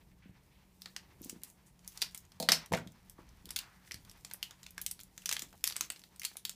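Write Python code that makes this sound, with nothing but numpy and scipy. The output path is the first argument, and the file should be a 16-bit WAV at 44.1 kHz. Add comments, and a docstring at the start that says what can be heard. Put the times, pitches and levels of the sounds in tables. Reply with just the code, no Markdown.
"""Kitchen worktop: a foil sachet is handled, knocked down on it, then torn and crumpled close to a camera.
Snapping creases are noise bursts through a stiff panel; a fine rustle of ticks and hiss runs between them.
Knocks strike the worktop's modes, soft bumps are low filtered noise, swishes are fading noise bands.
A small hard kitchen rings briefly, by decaying noise tails, over quiet hiss, rumble and hum."""
import sys
import numpy as np
from scipy import signal
from scipy.fft import rfft, irfft, next_fast_len
from scipy.io import wavfile
from scipy.ndimage import map_coordinates

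SR = 44100
rng = np.random.default_rng(int(sys.argv[2]) if len(sys.argv) > 2 else 0)


def undo_db(level):
    """Turn decibels back into plain size, where 20 dB means ten times bigger."""
    steps = np.asarray(level, float) / 20
    return 10 ** steps


def transcribe(u):
    """Save the signal u as a 16-bit wav file named by the first command-line argument.

    u: samples, shape (n,) or (channels, n), limited to [-1, 1]; the rate is SR.
    q: integer samples, one column per channel.
    """
    v = np.clip(np.atleast_2d(u).T, -1, 1)
    q = np.round(v * 32767).astype(np.int16)
    wavfile.write(sys.argv[1], SR, q)


N = 288849

# creases snapping: (time [s], direct peak [dB], panel ring [Hz], brightness [dB/octave])
CREASE_SNAPS = [(.8195, -32, 5110, 1.5), (.858, -31, 4600, -6.5), (.9639, -25.5, 5300, -3),
                (1.2177, -36.5, 12600, 8), (1.24, -43, 7080, -1), (1.2456, -27.5, 6930, 14.5),
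                (1.296, -25.5, 7540, 2.5), (1.435, -27, 9100, 2.5), (1.5004, -39.5, 7710, 7),
                (1.792, -53.5, 7000, -4), (1.846, -48, 6460, -1), (1.877, -23, 5950, 8.5),
                (1.9469, -47, 4310, 10), (1.9748, -32.5, 5030, 0), (2.0182, -16.5, 4250, 0.5),
                (2.023, -15, 4450, -2.5), (2.1473, -27, 10200, -1), (2.176, -30, 6200, 8),
                (2.251, -46, 6500, 3), (2.319, -45.5, 5400, -3.5), (2.6604, -39, 2670, 0),
                (2.7283, -25, 7000, -1.5), (2.7485, -26.5, 6050, -5.5), (2.7695, -30, 7500, 9),
                (2.7855, -43, 7040, -3), (2.8735, -41, 3540, -3.5), (2.92, -47.5, 6000, 6.5),
                (3.0971, -33.5, 11630, 4.5), (3.29, -49, 5000, 1.5), (3.4559, -31.5, 3200, 3),
                (3.4905, -37.5, 3380, -1), (3.506, -25, 9600, -1), (3.5612, -19.5, 3600, 1.5),
                (3.5645, -20.5, 3220, 0), (3.5885, -23, 4340, 0.5), (3.849, -56, 3000, -3),
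                (3.876, -46, 1730, -4), (3.911, -31, 1860, -6.5), (3.919, -27, 5800, -1.5),
                (3.9428, -29.5, 4130, -0.5), (4.0494, -45, 3290, .5), (4.0964, -37, 5570, 1),
                (4.1135, -39.5, 10000, -1), (4.174, -48, 5000, 7), (4.2481, -31, 7200, -1.5),
                (4.3, -45, 3190, 0), (4.312, -34.5, 1700, -4), (4.3357, -26, 10000, 6.5),
                (4.3434, -43, 1700, -9), (4.4282, -19.5, 3060, 0), (4.5093, -35, 1430, -3),
                (4.6309, -37.5, 6850, -1), (4.6398, -44, 3870, -2), (4.664, -33.5, 3430, -2.5),
                (4.7072, -39.5, 11900, 5), (4.7795, -26, 1720, -3), (4.815, -21, 11000, 4.5),
                (4.8204, -27, 10800, 16), (4.8634, -17, 8150, 2.5), (4.9119, -18.5, 9300, 3.5),
                (4.9924, -37, 4460, -3), (5.002, -35.5, 3150, 5), (5.0105, -38, 7010, 1),
                (5.034, -33.5, 11500, 4), (5.178, -28.5, 7500, -1.5), (5.2205, -44, 2630, 0.5),
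                (5.2365, -51, 1500, -5), (5.2581, -18, 6300, 0.5), (5.2916, -17, 6140, -1),
                (5.3129, -21, 2540, -1.5), (5.3263, -16.5, 2670, 0), (5.3331, -21, 11700, 1),
                (5.3662, -23.5, 3640, -3.5), (5.393, -23.5, 3850, 1), (5.4203, -25.5, 7060, -.5),
                (5.5279, -43.5, 1470, -4.5), (5.608, -55, 4800, -0.5), (5.6408, -10, 2010, 1.5),
                (5.6692, -23, 5940, 2), (5.675, -11.5, 4430, 4), (5.6994, -25, 3930, 1),
                (5.7085, -32, 4380, -5), (5.7233, -30, 4550, -3), (5.7586, -31, 2510, -3.5),
                (5.7649, -20.5, 8400, -1), (5.8089, -13.5, 6800, -2.5), (5.8606, -40, 1640, 9),
                (5.902, -20.5, 8100, -3.5), (5.92, -33.5, 2500, 5), (5.9614, -39, 4400, -5),
                (5.9938, -40, 3500, 1), (6.0174, -44.5, 4500, -1.5), (6.0378, -40, 4650, -3),
                (6.1604, -44.5, 8930, 0), (6.1962, -28.5, 5560, 4), (6.2175, -32, 2260, -1),
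                (6.2333, -27.5, 2290, 0.5), (6.242, -30.5, 2280, -0.5), (6.2498, -16, 4370, 1.5),
                (6.3149, -47.5, 1640, -12.5), (6.3559, -45, 2150, -13), (6.3693, -24.5, 9500, 0.5),
                (6.4513, -19, 3800, 1), (6.4947, -24, 7500, 1.5), (6.511, -43, 9000, -2)]
# hard knocks on the worktop:
# (time [s], direct peak [dB], panel ring [Hz], brightness [dB/octave], push into the board [dB])
HARD_KNOCKS = [(2.4, -21.5, 4360, 2.5, -4), (2.4256, -25, 4230, 0.5, -7.5), (2.4881, -8.5, 4160, -4.5, -4),
               (2.5189, -7.5, 5040, -1.5, -7), (2.7189, -23.5, 980, -20.5, -6.5),
               (2.7353, -18.5, 2060, -8, 2.5), (2.7745, -31.5, 1420, -9, -24)]
# colour of foil noise: (frequency [Hz], relative level [dB])
FOIL_COLOUR = [(250, -15.5), (600, -16.5), (1300, -9), (2000, -4), (3000, -2.5), (5000, -2), (8000, -3),
               (11000, -5.5), (15000, -6.5)]


def unit(x):
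    """Scales to rms 1."""
    return x / np.sqrt(np.mean(x ** 2) + 1e-20)


def along(points, hz):
    """Interpolates (Hz, value) points on a log frequency axis."""
    f, v = np.transpose(points)
    return np.interp(np.log(hz + 1), np.log(f + 1), v)


def filtered(x, response):
    """Applies a complex response of frequency to x."""
    m = next_fast_len(x.shape[-1] + 8192)
    spectrum = rfft(x, m) * response(np.fft.rfftfreq(m, 1 / SR))
    return irfft(spectrum, m)[..., :x.shape[-1]]


def resonance(f, hz, width_hz):
    """One causal resonance of peak gain 1."""
    return 1j * f * width_hz / (hz * hz - f * f + 1j * f * width_hz)


def foil_tilt(f, db_per_octave):
    """Brightness tilt [dB], zero at 4 kHz and flattening in the bass."""
    return db_per_octave * np.log2((f + 300) / 4300)


def wobble(knots_per_s):
    """Smooth random curve."""
    knots = rng.standard_normal(int(N * knots_per_s / SR) + 4)
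    return map_coordinates(knots, [np.arange(N) * knots_per_s / SR])


def add(track, time_s, sound):
    """Mixes a sound into the track at time_s."""
    part = track[round(time_s * SR):][:len(sound)]
    part += sound[:len(part)]


def kitchen(x, size):
    """Room answer: a new noise tail per call, each frequency dying at its own speed."""
    # (frequency [Hz], t60 [s])
    decay = [(150, 0.41), (700, 0.23), (3000, 0.2), (12000, 0.14)]
    hz, t, z = signal.stft(rng.standard_normal(size), SR, nperseg=256)
    fade = undo_db(-60 * t / along(decay, hz)[:, None])
    tail = signal.istft(z * fade, SR, nperseg=256)[1]
    tail *= 1 - np.exp(-np.arange(len(tail)) / SR / 0.0011)
    return signal.fftconvolve(x, tail / np.linalg.norm(tail))


def air():
    """Room hiss: coloured noise with a slowly wavering level."""
    # (frequency [Hz], relative level [dB])
    colour = [(13, -73), (22, -14), (54, 0.5), (134, -7), (181, -5.5), (250, -10), (302, -8), (533, -16),
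              (844, -17), (940, -15), (1490, -39.5), (2060, -34.5), (2490, -32), (14000, -29)]
    hiss = filtered(rng.standard_normal(N), lambda f: undo_db(along(colour, f)))
    return undo_db(-69.5 + 1.4 * wobble(4.37)) * unit(hiss)


def rumble():
    """Swelling low rumble: noise through a broad double resonance."""
    # (time [s], level [dB])
    swells = [(0.0, -62.5), (.97, -73), (1.18, -62), (1.5, -85), (1.86, -64.5), (2.92, -69), (3.12, -60),
              (3.56, -57.5), (3.72, -77), (3.98, -57), (4.3, -67), (4.56, -70), (4.83, -61), (5.27, -68.5),
              (5.75, -66), (6.11, -81), (6.55, -78)]
    level_db = np.interp(np.arange(N) / SR, *np.transpose(swells))
    low = filtered(rng.standard_normal(N), lambda f: resonance(f, 42, 77) ** 2)
    return undo_db(level_db) * unit(low)


def hum():
    """Wavering low hum: noise through narrow double resonances."""
    # (centre [Hz], width of each resonance [Hz], mean level [dB])
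    bands = [(55, 27, -72.5), (136.5, 5.8, -75), (183, 21, -70.5)]
    out = np.zeros(N)
    for hz, width_hz, db in bands:
        level = undo_db(db + 0.8 * wobble(3.32))
        out += level * unit(filtered(rng.standard_normal(N), lambda f: resonance(f, hz, width_hz) ** 2))
    return out


def swishes():
    """Short swishes of a hand or cloth: broad noise bands that start quickly and fade."""
    # (time [s], rms before the fade [dB], centre [Hz], fade t60 [s])
    strokes = [(.005, -65, 2280, 0.13), (.11, -67, 1900, 0.097), (0.219, -64.5, 2000, 0.51),
               (0.511, -71, 2500, 0.82), (1.109, -72.5, 2100, 0.54), (1.224, -53.5, 5500, 0.29),
               (1.416, -65, 2150, 0.39), (1.47, -59, 9000, 0.24), (1.66, -60.5, 8150, 0.16),
               (2.008, -40, 5000, .05), (3.179, -56.5, 990, 0.2), (3.598, -60, 1400, 1),
               (5.538, -48, 706, 0.046)]
    out, t = np.zeros(N), np.arange(SR // 2) / SR
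    for time_s, db, hz, t60_s in strokes:
        band = unit(filtered(rng.standard_normal(len(t)), lambda f: resonance(f, hz, 0.86 * hz) ** 2))
        add(out, time_s, undo_db(db - 60 * t / t60_s) * band * (1 - np.exp(-t / 0.005)))
    return out


def crack(panel_hz, ring_db, tilt_db, t60_s, room_db, size):
    """Sudden dying foil noise rings a stiff panel (direct peak 1); the room answers."""
    def colour(f):
        return undo_db(along(FOIL_COLOUR, f) + foil_tilt(f, tilt_db))

    def panel(f):
        ring = undo_db(ring_db) * resonance(f, panel_hz, 0.19 * panel_hz)
        return (1 + ring) * 1j * f / (500 + 1j * f)

    t = np.arange(size) / SR
    lumps = undo_db(4.03 * np.repeat(rng.standard_normal(size // 32), 32))  # uneven grains
    crumple = lumps * undo_db(-60 * t / t60_s)
    spike = 1.52 * undo_db(-60 * t / 0.0026)
    onset = 1 - np.exp(-t / 0.00022)
    noise = filtered(rng.standard_normal(size), colour)
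    snap = filtered(noise * (crumple + spike) * onset, panel)
    snap /= np.abs(snap).max()

    tail = kitchen(np.ones(1), size=size)
    tail = filtered(tail, lambda f: colour(f) * np.abs(panel(f)) ** 0.4)[:size]
    echo = kitchen(snap[:1024], size=size)[:size]  # keeps this snap's own fine colour
    tail = tail / np.linalg.norm(tail) + 1.6 * echo / np.linalg.norm(echo)
    wall_lumps = np.repeat(rng.standard_normal(size // 64), 64)
    tail *= undo_db(2.5 * wall_lumps * np.exp(-t / 0.04))  # near walls answer in lumps
    return snap + undo_db(room_db) * np.linalg.norm(snap) * tail / np.linalg.norm(tail)


def board(blows):
    """The worktop's modes, struck; neighbours alternate in sign."""
    # (frequency [Hz], width [Hz], level [dB])
    modes = [(161, 10, -1.5), (218, 29, -6), (266, 31, -10.5), (499, 40, -6.5), (581, 20, -4.5),
             (655, 19, 1), (755, 40, -5.5), (916, 53, -8.5)]

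    def response(f):
        return sum((-1) ** k * undo_db(db) * resonance(f, hz, width_hz)
                   for k, (hz, width_hz, db) in enumerate(modes))
    return filtered(blows, response)


def soft_bumps():
    """Bumps through the worktop: a push and a short drag, dulled about one low pitch."""
    # (time [s], peak [dB], centre [Hz], drag t60 [s])
    contacts = [(.258, -47, 200, 0.13), (0.294, -44.5, 123, 0.098), (1.211, -43.5, 262, 0.07),
                (1.259, -43, 256, 0.076), (1.328, -41.5, 264, 0.085), (1.362, -46.5, 190, .07),
                (2.711, -39, 150, .04), (2.734, -26.5, 124, 0.065), (2.864, -41.5, 161, 0.13),
                (3.189, -45.5, 322, 0.14), (3.445, -50.5, 178, 0.14), (3.471, -52.5, 296, 0.082),
                (3.944, -45, 107, 0.087), (5.425, -47.5, 228, 0.4)]
    out, t = np.zeros(N), np.arange(SR // 4) / SR
    for time_s, db, hz, t60_s in contacts:
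        push = 2.6 * undo_db(-60 * t / 0.006)
        drag = rng.standard_normal(len(t)) * undo_db(-60 * t / t60_s)
        bump = filtered(push + drag, lambda f: resonance(f, hz, 0.4 * hz) / (1 + 1j * f / 1000) ** 2)
        add(out, time_s, undo_db(db) * bump / np.abs(bump).max())
    return out


def worktop():
    """Knocks clatter and push the board; its ring and the soft bumps get a room answer."""
    ring_per_db = 0.26  # the panel's ring stands out more as the knock gets softer
    clatter, blows, t = np.zeros(N), np.zeros(N), np.arange(SR // 4) / SR
    for time_s, db, hz, tilt_db, push_db in HARD_KNOCKS:
        knock = crack(hz, -ring_per_db * db, tilt_db, t60_s=0.027, room_db=-3.5, size=14336)
        add(clatter, time_s, undo_db(db) * knock)
        grit = 1 + 0.58 * rng.standard_normal(len(t))
        add(blows, time_s, undo_db(push_db - 60 * t / 0.0017) * grit)
    thud = board(blows) + soft_bumps()
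    return clatter + thud + undo_db(-8) * kitchen(thud, size=20480)[:N]


def aftermath(events, under_db, rise_s, t60_s):
    """Gain of a motion that swells after each event and fades; powers add."""
    power, t = np.zeros(N), np.arange(SR // 2) / SR
    swell = 1 - np.exp(-(t / rise_s) ** 2)
    for time_s, db, *_ in events:
        add(power, time_s, (undo_db(db + under_db - 60 * t / t60_s) * swell) ** 2)
    return np.sqrt(power)


def rustle():
    """Tiny creases tick in clumps over the hiss of sliding foil; fingers rub with a duller hush."""
    # foil moving in the hand: (time [s], rustle level [dB], hand friction level [dB])
    motion = [(0.0, -82, -78.5), (.7, -78.5, -72.5), (.89, -67, -75), (1.1, -98, -76), (1.26, -64, -75),
              (1.55, -80, -74.5), (1.79, -78, -75.5), (1.95, -58.5, -67.5), (2.24, -75, -72.5),
              (3.01, -75.5, -74), (3.48, -73, -68), (3.66, -74, -64), (3.92, -68, -72), (4.1, -71, -69.5),
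              (4.72, -71.5, -71), (4.98, -77, -76), (5.33, -65.5, -69.5), (5.6, -69.5, -77),
              (5.97, -67, -79), (6.15, -72.5, -76), (6.37, -63, -74), (6.55, -87, -88)]
    # colour of the fingers' rub: (frequency [Hz], relative level [dB])
    skin_colour = [(400, -13), (900, 2.5), (1400, -2.5), (2000, -0.5), (3000, -6), (6000, -9.5),
                   (9000, -35.5)]
    time_s, foil_db, skin_db = np.transpose(motion)
    t = np.arange(N) / SR

    tick_chance = 260 / SR * undo_db(5 * wobble(30))  # per sample
    ticks = (rng.random(N) < tick_chance) * undo_db(2.3 * rng.exponential(1, N))
    tick_envelope = signal.fftconvolve(ticks, undo_db(-60 * t[:400] / 0.0044))[:N]
    grains = tick_envelope * rng.standard_normal(N)
    hiss = rng.standard_normal(N) * undo_db(2.9 * wobble(40))
    foil = filtered(0.84 * unit(grains) + hiss, lambda f: undo_db(along(FOIL_COLOUR, f) + foil_tilt(f, 1.7)))

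    rub = rng.standard_normal(N) * undo_db(4.2 * wobble(25))
    skin = filtered(rub, lambda f: undo_db(along(skin_colour, f)))

    # foil unfolds after each snap or knock; the hand slides on after each knock
    unfolding = aftermath(CREASE_SNAPS + HARD_KNOCKS, under_db=-42, rise_s=0.03, t60_s=0.3)
    sliding_on = aftermath(HARD_KNOCKS, under_db=-39, rise_s=0.06, t60_s=0.52)
    foil_gain = np.hypot(undo_db(np.interp(t, time_s, foil_db)), unfolding)
    skin_gain = np.hypot(undo_db(np.interp(t, time_s, skin_db)), sliding_on)
    return foil_gain * unit(foil) + skin_gain * unit(skin)


def snaps():
    """Creases give way one by one, each a crack of slightly random length."""
    out = np.zeros(N)
    for time_s, db, hz, tilt_db in CREASE_SNAPS:
        t60_s = 0.016 * np.exp(0.17 * rng.standard_normal())
        add(out, time_s, undo_db(db) * crack(hz, 5.0, tilt_db, t60_s, room_db=-7.0, size=10240))
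    return out


def scene():
    """Sums all sources at one microphone."""
    return (air() + rumble() + hum() + swishes() + worktop() + rustle() + snaps())[None]


def roll_off(x):
    """The treble ends steeply here."""
    return signal.sosfilt(signal.butter(12, 16530, fs=SR, output="sos"), x)


def record(dry):
    """The camera loses the deepest bass and drops steeply above its top band."""
    top_hz, bass_hz = 15200, 35

    def response(f):
        treble_drop = undo_db(-26 * np.clip((f - top_hz) / 250, 0, 1))
        return treble_drop * (1j * f / (bass_hz + 1j * f)) ** 2
    return roll_off(filtered(dry, response))


dry = scene()
out = record(dry)
transcribe(out)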